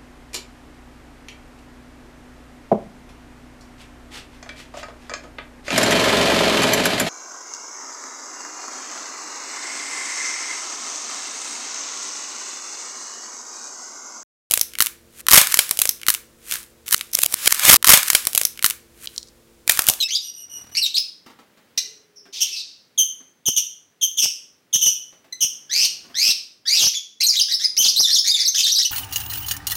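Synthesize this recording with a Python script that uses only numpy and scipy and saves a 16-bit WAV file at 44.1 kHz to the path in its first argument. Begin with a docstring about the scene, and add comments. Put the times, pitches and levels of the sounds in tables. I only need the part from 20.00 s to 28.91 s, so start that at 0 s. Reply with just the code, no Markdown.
"""A small roofed aviary: lovebirds give bits of chatter, sharp contact chirps, three rising screeches,
then a rush of chatter. Each note is a gliding, more or less rough syrinx tone shaped by one throat;
the enclosure rings briefly after it. Wings flurry and feet tap on perches and wire, over outdoor air
and a faint far hum. There is one dull thump; the loudest notes pop and overload the microphone a little."""
import sys
import numpy as np
from scipy import signal
from scipy.fft import rfft, irfft, next_fast_len
from scipy.io import wavfile
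from scipy.ndimage import uniform_filter1d, minimum_filter1d

SR = 44100
rng = np.random.default_rng(int(sys.argv[2]) if len(sys.argv) > 2 else 0)


def bounce(signal):
    """Save signal as a 16-bit WAV file at the path given by the first command-line argument."""
    frames = np.transpose(np.atleast_2d(signal))
    limited = np.clip(frames, -1, 1)
    pcm = np.round(limited * 32767).astype(np.int16)
    wavfile.write(sys.argv[1], SR, pcm)


N = 392931
TIME_S = np.arange(N) / SR

# Spectra. Each row: frequency in Hz, relative level in dB.
AIR_SPECTRUM = [(20, -36), (45, -21), (90, -6), (170, 0), (300, 1.5), (500, -2), (800, -8.5), (2000, -8),
                (4500, -14.5), (8000, -20), (15000, -21.5), (15700, -16.5), (17000, -65)]
WING_SPECTRUM = [(25, -23.5), (80, -3.5), (170, -6.5), (500, -13), (1300, -12.5), (8000, -25)]
TAP_SPECTRUM = [(80, -14.5), (230, 9.5), (600, 1.5), (1200, 2), (2200, -3), (5000, -9.5), (9000, -19),
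                (15000, -20)]
POP_SPECTRUM = [(30, -40), (130, 0), (260, -9.5), (700, -17.5), (2000, -16), (6000, -33)]
THUMP_SPECTRUM = [(30, -28), (100, -5.5), (230, 3.5), (420, -2.5), (800, -11.5), (2000, -22), (6000, -57)]
THROAT_SPECTRUM = [(1200, -15), (1800, -15), (2400, -5), (3100, 2), (4000, 6), (5000, 9), (6400, 8),
                   (7200, -11), (8500, -5.5), (10500, -14.5), (12300, -3), (14000, -30), (15700, -11.5),
                   (19000, -52)]
OVERLOAD_SPECTRUM = [(20, -25), (60, -12.5), (200, 0.5), (600, 7), (1500, 8.5), (4000, -27), (12000, -41.5)]

# Wing flurries. Each row: centre in seconds, spread in seconds, level in dB.
FLURRIES = [(.68, .19, -52), (6.12, .3, -60), (7.92, .18, -58)]
# Knocks. Each row: start in seconds, peak in dB.
TAPS = [(.565, -48), (1.262, -35), (1.30, -39), (1.388, -39), (1.573, -46.5), (2.255, -42.5),
        (3.203, -46.5), (5.125, -44.5), (5.243, -44.5), (6.045, -42), (6.098, -40.5)]  # feet and beaks on perches and wire
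POPS = [(4.24, -33), (4.255, -24.5), (4.757, -22), (4.865, -20), (5.445, -30.5), (6.29, -28.5),
        (6.84, -21.5), (6.868, -21), (8.005, -18)]  # low, under the loudest notes
THUMPS = [(3.484, -18)]  # dull, close to the microphone

# Far calls. Each row: start and length in seconds, pitch in Hz, level in dB before distance, roughness.
FAR_CALLS = [(2.153, 0.052, 5420, -51, 0.22), (2.321, 0.19, 2828, -39.5, 1.23),
             (2.51, .053, 2673, -35.5, .6), (2.551, 0.063, 4480, -35.5, 0.87)]
# Peeps. Each row: start and length in seconds, level in dB.
PEEPS = [(0.215, 0.089, -35.5), (0.334, 0.12, -41), (0.497, 0.092, -37.5), (.565, 0.059, -46),
         (0.714, 0.074, -42)]
# Whistles. Each row: start and length in seconds, pitch in Hz, glide in octaves, level in dB.
WHISTLES = [ (0, 0.045, 3914, -.15, -19), (0.028, 0.045, 2620, 0.047, -25),
            (0.103, 0.079, 3484, 0.42, -25.5), (.148, 0.017, 4800, 0.28, -16.5),
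            (0.766, 0.022, 2620, 0.45, -16.5), (0.813, 0.042, 3960, -0.41, -19),
            (0.94, .034, 4240, .4, -21), (0.978, 0.0078, 5026, 0.16, -9.5), (1.774, 0.013, 1971, 0.21, -18),
            (5.323, 0.012, 2027, -.03, -28), (6.673, 0.021, 4550, -0.054, -18.5),
            (6.722, 0.016, 4850, 0, -16.5), (6.862, .024, 5700, 0.25, -16),
            (6.947, 0.02, 3434, -0.033, -23), (6.966, 0.011, 3363, -0.13, -22.5),
            (7.229, 0.035, 4245, 0.022, -12.5), (7.265, 0.011, 6605, 0.14, -6),
            (7.282, 0.031, 5060, -0.44, -13.5), (7.354, 0.032, 3625, 0.44, -20.5),
            (7.639, 0.024, 4985, -0.18, -15.5), (7.774, 0.011, 5560, 0.35, -10),
            (7.785, 0.022, 3102, 0.095, -5.5), (7.838, 0.018, 4540, -0.47, -15),
            (7.879, .02, 5180, 0.47, -12.5), (7.958, 0.033, 4103, 0.295, -17.5),
            (7.99, .02, 5500, 0.497, -7.5), (8.027, 0.04, 3677, -0.34, -18),
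            (8.107, 0.027, 4250, 0.064, -19.5), (8.127, 0.03, 5580, 0.5, -14.5),
            (8.289, 0.023, 4840, 0.12, -16.5), (8.312, 0.011, 3740, -0.032, -15.5),
            (8.337, 0.026, 3560, -0.17, -15.5), (8.399, 0.024, 4880, -0.31, -18),
            (8.553, 0.019, 6070, 0.46, -20), (8.629, 0.031, 3970, -0.55, -17.5),
            (8.813, 0.025, 3865, 0.6, -20.5), (8.846, 0.0205, 2910, .22, -18.5)]
# Rough syllables. Each row: start and length in seconds, pitch in Hz, level in dB.
CROAKS = [(0.077, 0.038, 2166, -31.5), (0.748, 0.017, 2296, -24.5), (6.936, 0.016, 2100, -32),
          (7.201, 0.032, 2402, -19), (7.481, 0.05, 1953, -28), (7.595, 0.064, 1967, -27),
          (7.765, 0.0093, 2267, -20.5), (8.241, 0.029, 1978, -23.5), (8.268, 0.0214, 2168, -15),
          (8.4, 0.031, 1850, -41), (8.542, 0.025, 1800, -21), (8.66, 0.02, 1825, -18.5),
          (8.783, 0.024, 1820, -20.5)]
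RASPS = [(0, .04, 3190, -25.5), (0.855, 0.018, 2900, -24.5), (0.963, .019, 3080, -24),
         (1.774, 0.0074, 2900, -15), (5.845, 0.012, 4430, -16.5), (6.299, .017, 4080, -17.5),
         (6.767, 0.041, 3956, -18), (6.80, .044, 3150, -11.5), (6.841, 0.018, 5080, -13.5),
         (7.322, 0.039, 2150, -26.5), (7.821, 0.0081, 3200, -11.5), (7.845, 0.0265, 3320, -12.5),
         (8.069, 0.049, 1800, -22.5), (8.357, 0.09, 2100, -25.5), (8.569, 0.051, 3130, -17),
         (8.676, 0.015, 3500, -19.5)]
# Swoops. Each row: start and dive length in seconds, dive and leap pitch in Hz, dive level in dB.
SWOOPS = [(7.385, 0.022, 3302, 4960, -16), (7.511, 0.024, 4285, 5100, -20.5),
          (8.143, 0.038, 3673, 5130, -18), (8.447, .027, 4360, 6150, -18.5), (8.688, .026, 4080, 5700, -20),
          (8.746, 0.033, 4220, 5200, -18.5)]
# Contact chirps. Each row: start and length in seconds, pitch in Hz, level in dB, roughness.
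CHIRPS = [(2.404, 0.034, 3040, -15, 0.84), (2.976, 0.037, 3125, -9.5, 0.21), (3.455, 0.04, 3092, -14, 0.39),
          (3.56, 0.03, 3050, -12, 0.71), (4.011, 0.048, 3147, -16, 0.34), (4.171, .039, 3125, -15.5, 0.62),
          (4.217, 0.032, 2843, -10, 0.93), (4.727, 0.038, 3135, -12, 0.57), (4.809, 0.04, 3055, -13, 0.4),
          (4.854, 0.032, 3002, -8.5, 0.51), (5.405, 0.039, 2952, -13, .5)]
# Screeches. Each row: start and length in seconds, pitch approached in Hz, full level in dB.
SCREECHES = [(5.693, 0.17, 3290, -16.5), (6.141, 0.17, 3164, -15.5), (6.652, 0.13, 3187, -16.5)]


def undb(db):
    """Decibels to gain."""
    return 10 ** (np.asarray(db) / 20)


def unit(x):
    """Scale to rms 1."""
    return x / np.sqrt(np.mean(x ** 2) + 1e-18)


def even(x):
    """Hold the running rms at 1."""
    return x / np.sqrt(uniform_filter1d(x ** 2, size=1024) + 1e-12)


def response(spectrum, hz):
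    """Gain of a spectrum at the given frequencies."""
    points_hz, db = np.transpose(spectrum)
    return undb(np.interp(np.log(hz + 1), np.log(points_hz), db))


def colour(x, spectrum):
    """Filter by a spectrum."""
    size = next_fast_len(len(x))
    hz = np.arange(size // 2 + 1) * SR / size
    return irfft(rfft(x, size) * response(spectrum, hz), size)[:len(x)]


def noise(spectrum):
    """Coloured noise, rms 1."""
    return unit(colour(rng.standard_normal(N), spectrum))


def wobble(hz):
    """Random motion up to the given rate, rms 1."""
    return unit(signal.sosfilt(signal.butter(4, hz, fs=SR, output="sos"), rng.standard_normal(N)))


def add(out, start_s, x):
    """Mix x in at start_s."""
    i = max(int(start_s * SR), 0)
    out[i:i + len(x)] += x[:max(N - i, 0)]


def outdoor_air(level_db=-62.5, swell_db=2.5):
    """Gently swelling background noise."""
    return noise(AIR_SPECTRUM) * undb(level_db + swell_db * wobble(0.67))


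def far_hum(start_s=1.79, length_s=0.8, edge_s=0.07, sink_hz_per_s=95, fade_db_per_s=8):
    """A faint wavering tone that sinks and fades."""
    t = np.clip(TIME_S - start_s, 0, length_s)
    hz = (444 - sink_hz_per_s * t) * (1 + 0.0314 * wobble(36))
    db = -59 - fade_db_per_s * t + 3 * wobble(27)
    gate = np.minimum(np.minimum(t, length_s - t) / edge_s, 1)
    return np.sin(2 * np.pi * np.cumsum(hz) / SR) * gate * undb(db)


def wings(beat_hz=38):
    """Soft puffs of air at the wingbeat rate."""
    beats = np.sin(np.pi * beat_hz * TIME_S) ** 2 + 0.5
    effort = sum(undb(db) * np.exp(-((TIME_S - centre_s) / spread_s) ** 2)
                 for centre_s, spread_s, db in FLURRIES)
    return noise(WING_SPECTRUM) * beats * effort


def knocks(events, spectrum, decay_s, attack_s=0.00013):
    """Short dying noise bursts of one colour."""
    out = np.zeros(N)
    t = np.arange(SR // 8) / SR
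    for start_s, peak_db in events:
        envelope = np.exp(-t / decay_s) * np.minimum(t / attack_s, 1)
        burst = colour(rng.standard_normal(len(t)), spectrum) * envelope
        add(out, start_s, burst * undb(peak_db) / np.abs(burst).max())
    return out


def aviary(x, early_db, tail_db, t60_s, treble_t60_s, block=16384):
    """Direct sound, sparse early reflections, then a tail whose treble dies sooner."""
    t = np.arange(SR // 2) / SR
    lowpass, highpass = (signal.butter(2, 7500, kind, fs=SR, output="sos") for kind in ("low", "high"))
    window = np.sqrt(np.hanning(block))
    out = x.copy()
    for i in range(0, N, block // 2):  # new echo pattern per block: birds and microphone move
        body, treble, early = rng.standard_normal((3, len(t)))
        body = signal.sosfilt(lowpass, body) * undb(-60 * t / t60_s)
        treble = signal.sosfilt(highpass, treble) * undb(-60 * t / treble_t60_s)
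        tail = (body + treble) * np.minimum(t / 0.0066, 1)
        early *= (rng.random(len(t)) < 0.01) * np.exp(-t / 0.0079) * (t > 0.001)
        echo = (undb(early_db) * unit(early) + undb(tail_db) * unit(tail)) / np.sqrt(len(t))
        piece = x[i:i + block]
        add(out, i / SR, signal.fftconvolve(piece * window[:len(piece)], echo))
    return out


def syrinx(notes, jitter, jitter_hz, shimmer, hiss, tilt_db_per_oct, attack_s, release_s, softening=0):
    """Rough notes shake in pitch and break into pulses; the throat weights their harmonics."""
    out = np.zeros(N)
    shake, flutter = wobble(jitter_hz), wobble(330)
    quaver = 0.007 * wobble(130)
    gape = np.exp(0.032 * wobble(60))  # the moving beak shifts the resonances
    breath = noise(THROAT_SPECTRUM)
    harmonic = np.arange(1, 9)[:, None]
    for start_s, *curves in notes:
        pitch_hz, db, rough = (np.pad(curve, (0, int(release_s * SR)), "edge") for curve in curves)
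        t = np.arange(len(pitch_hz)) / SR
        at = (int(start_s * SR) + np.arange(len(t))) % N
        depth = jitter * rough * np.minimum(pitch_hz / 2500, 1) ** 2  # high notes shake more
        hz = pitch_hz * np.exp(depth * shake[at] + quaver[at])
        slope_db_per_oct = tilt_db_per_oct + softening * np.minimum(db + 0.5, 0)  # soft notes are purer
        source = undb(slope_db_per_oct * np.log2(harmonic)) * (harmonic * hz < SR / 2)
        weights = source * response(THROAT_SPECTRUM, harmonic * hz * gape[at])
        phase = 2 * np.pi * np.cumsum(hz) / SR
        tone = even(np.sum(weights * np.sin(harmonic * phase), axis=0))
        pulses = np.exp(shimmer * rough * np.tanh(flutter[at]))
        voice = even((tone + hiss * rough ** 2 * breath[at]) * pulses)
        ramps = np.clip(t / attack_s, 0, 1) * np.clip((t[-1] - t) / (2 * release_s), 0, 1)
        add(out, start_s, voice * np.sin(np.pi / 2 * ramps) ** 2 * undb(db))
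    return out


def slur(start_s, length_s, hz, db, rough, glide_oct, swell_db=0, arch_db=3):
    """One note's curves: pitch glides fast, passes hz halfway and settles; pressure arches."""
    progress = np.linspace(0, 1, int(length_s * SR))
    pitch_hz = hz * 2 ** (glide_oct * (0.25 - (1 - progress) ** 2))
    arch = (2 * progress - 1) ** 2
    level_db = db - arch_db * (arch - arch.mean()) - swell_db * np.maximum(1 - 2 * progress, 0)
    return start_s, pitch_hz, level_db, np.full(len(progress), rough)


def far_calls():
    """Falling calls of birds at the far end."""
    notes = [slur(*row, glide_oct=-0.12, swell_db=-4.5) for row in FAR_CALLS]
    return syrinx(notes, jitter=0.15, jitter_hz=620, shimmer=0.45, hiss=0.34,
                  tilt_db_per_oct=-3.5, attack_s=0.013, release_s=0.0055)


def peeps(hz=2900):
    """Thin bright notes on one pitch."""
    notes = [slur(start_s, length_s, hz, db, rough=0.18, glide_oct=-0.03, swell_db=4.5)
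             for start_s, length_s, db in PEEPS]
    return syrinx(notes, jitter=0.053, jitter_hz=310, shimmer=3.5, hiss=0.2,
                  tilt_db_per_oct=4, attack_s=0.0021, release_s=0.0056)


def chatter(leap_s=0.02013):
    """Quick whistles, low rising croaks, harsh sagging rasps and swoops that dive, then leap."""
    notes = []
    for start_s, length_s, hz, glide_oct, db in WHISTLES:
        rough = 0.15 + 0.65 * max(glide_oct, 0)  # rougher when pushed upwards
        notes.append(slur(start_s, length_s, hz, db, rough, glide_oct))
    notes += [slur(*row, rough=0.78, glide_oct=0.4) for row in CROAKS]
    notes += [slur(*row, rough=0.99, glide_oct=-0.15) for row in RASPS]
    for start_s, dive_s, dive_hz, leap_hz, db in SWOOPS:
        notes.append(slur(start_s, dive_s, dive_hz, db, rough=0.33, glide_oct=-0.59))
        notes.append(slur(start_s + dive_s, leap_s, leap_hz, db + 4, rough=0.33, glide_oct=0.241))
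    return syrinx(notes, jitter=0.11, jitter_hz=450, shimmer=1.15, hiss=0.28,
                  tilt_db_per_oct=5, attack_s=0.005, release_s=0.0035, softening=0.38)


def chirps(flick_oct=0.17, flick_s=0.0064):
    """Shrill swelling contact notes; each starts high and drops onto its pitch."""
    notes = []
    for row in CHIRPS:
        start_s, hz, db, rough = slur(*row, glide_oct=-0.018, swell_db=11.5)
        t = np.arange(len(hz)) / SR
        flick = 2 ** (flick_oct * np.exp(-t / flick_s))
        notes.append((start_s, hz * flick, db, rough))
    return syrinx(notes, jitter=0.085, jitter_hz=450, shimmer=1.1, hiss=0.13,
                  tilt_db_per_oct=2, attack_s=0.0025, release_s=0.015)


def screeches(start_hz=1590, climb_s=0.113, swell_db=23, swell_s=0.028, rough_per_s=2.2):
    """Long notes under rising pressure: pitch and level climb and flatten, roughness grows in fits."""
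    notes = []
    for start_s, length_s, top_hz, full_db in SCREECHES:
        t = np.arange(int(length_s * SR)) / SR
        hz = top_hz + (start_hz - top_hz) * np.exp(-t / climb_s)
        db = full_db - swell_db * np.exp(-t / swell_s)
        fits = np.exp(0.12 * wobble(45)[-len(t):])
        notes.append((start_s, hz, db, (0.335 + rough_per_s * t) * fits))
    return syrinx(notes, jitter=0.11, jitter_hz=560, shimmer=1.6, hiss=0.6,
                  tilt_db_per_oct=9.5, attack_s=0.005, release_s=0.0027, softening=0.64)


def scene(distance_db=-4.5):
    """Near birds are mostly direct sound, far ones mostly reflections."""
    near = peeps()
    far = far_calls() * undb(distance_db)
    near += knocks(TAPS, TAP_SPECTRUM, decay_s=0.026)
    near += chatter() + chirps() + screeches()
    near = aviary(near, early_db=-4, tail_db=-6, t60_s=0.42, treble_t60_s=0.28)
    far = aviary(far, early_db=7, tail_db=2.5, t60_s=0.53, treble_t60_s=0.04)
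    pops = knocks(POPS, POP_SPECTRUM, decay_s=0.0043)
    thump = knocks(THUMPS, THUMP_SPECTRUM, decay_s=0.0052)
    return (near + far + pops + thump + wings() + outdoor_air() + far_hum())[None]


def record(dry, knee=0.11, crackle_gain_db=-20, ceiling=0.74, cutoff_hz=15800):
    """One-sided microphone overload adds low crackle; a fast limiter holds peaks; the top is cut."""
    x = dry[0]
    crackle = colour(np.maximum(x - knee, 0) ** 2, OVERLOAD_SPECTRUM) * undb(crackle_gain_db)
    gain = 1 / np.sqrt(1 + (x / ceiling) ** 4)
    smooth_gain = uniform_filter1d(minimum_filter1d(gain, size=64), size=64)
    lowpass = signal.ellip(8, 0.2, 70, cutoff_hz, fs=SR, output="sos")
    return signal.sosfilt(lowpass, x * smooth_gain + crackle)[None]


dry = scene()
out = record(dry)
bounce(out)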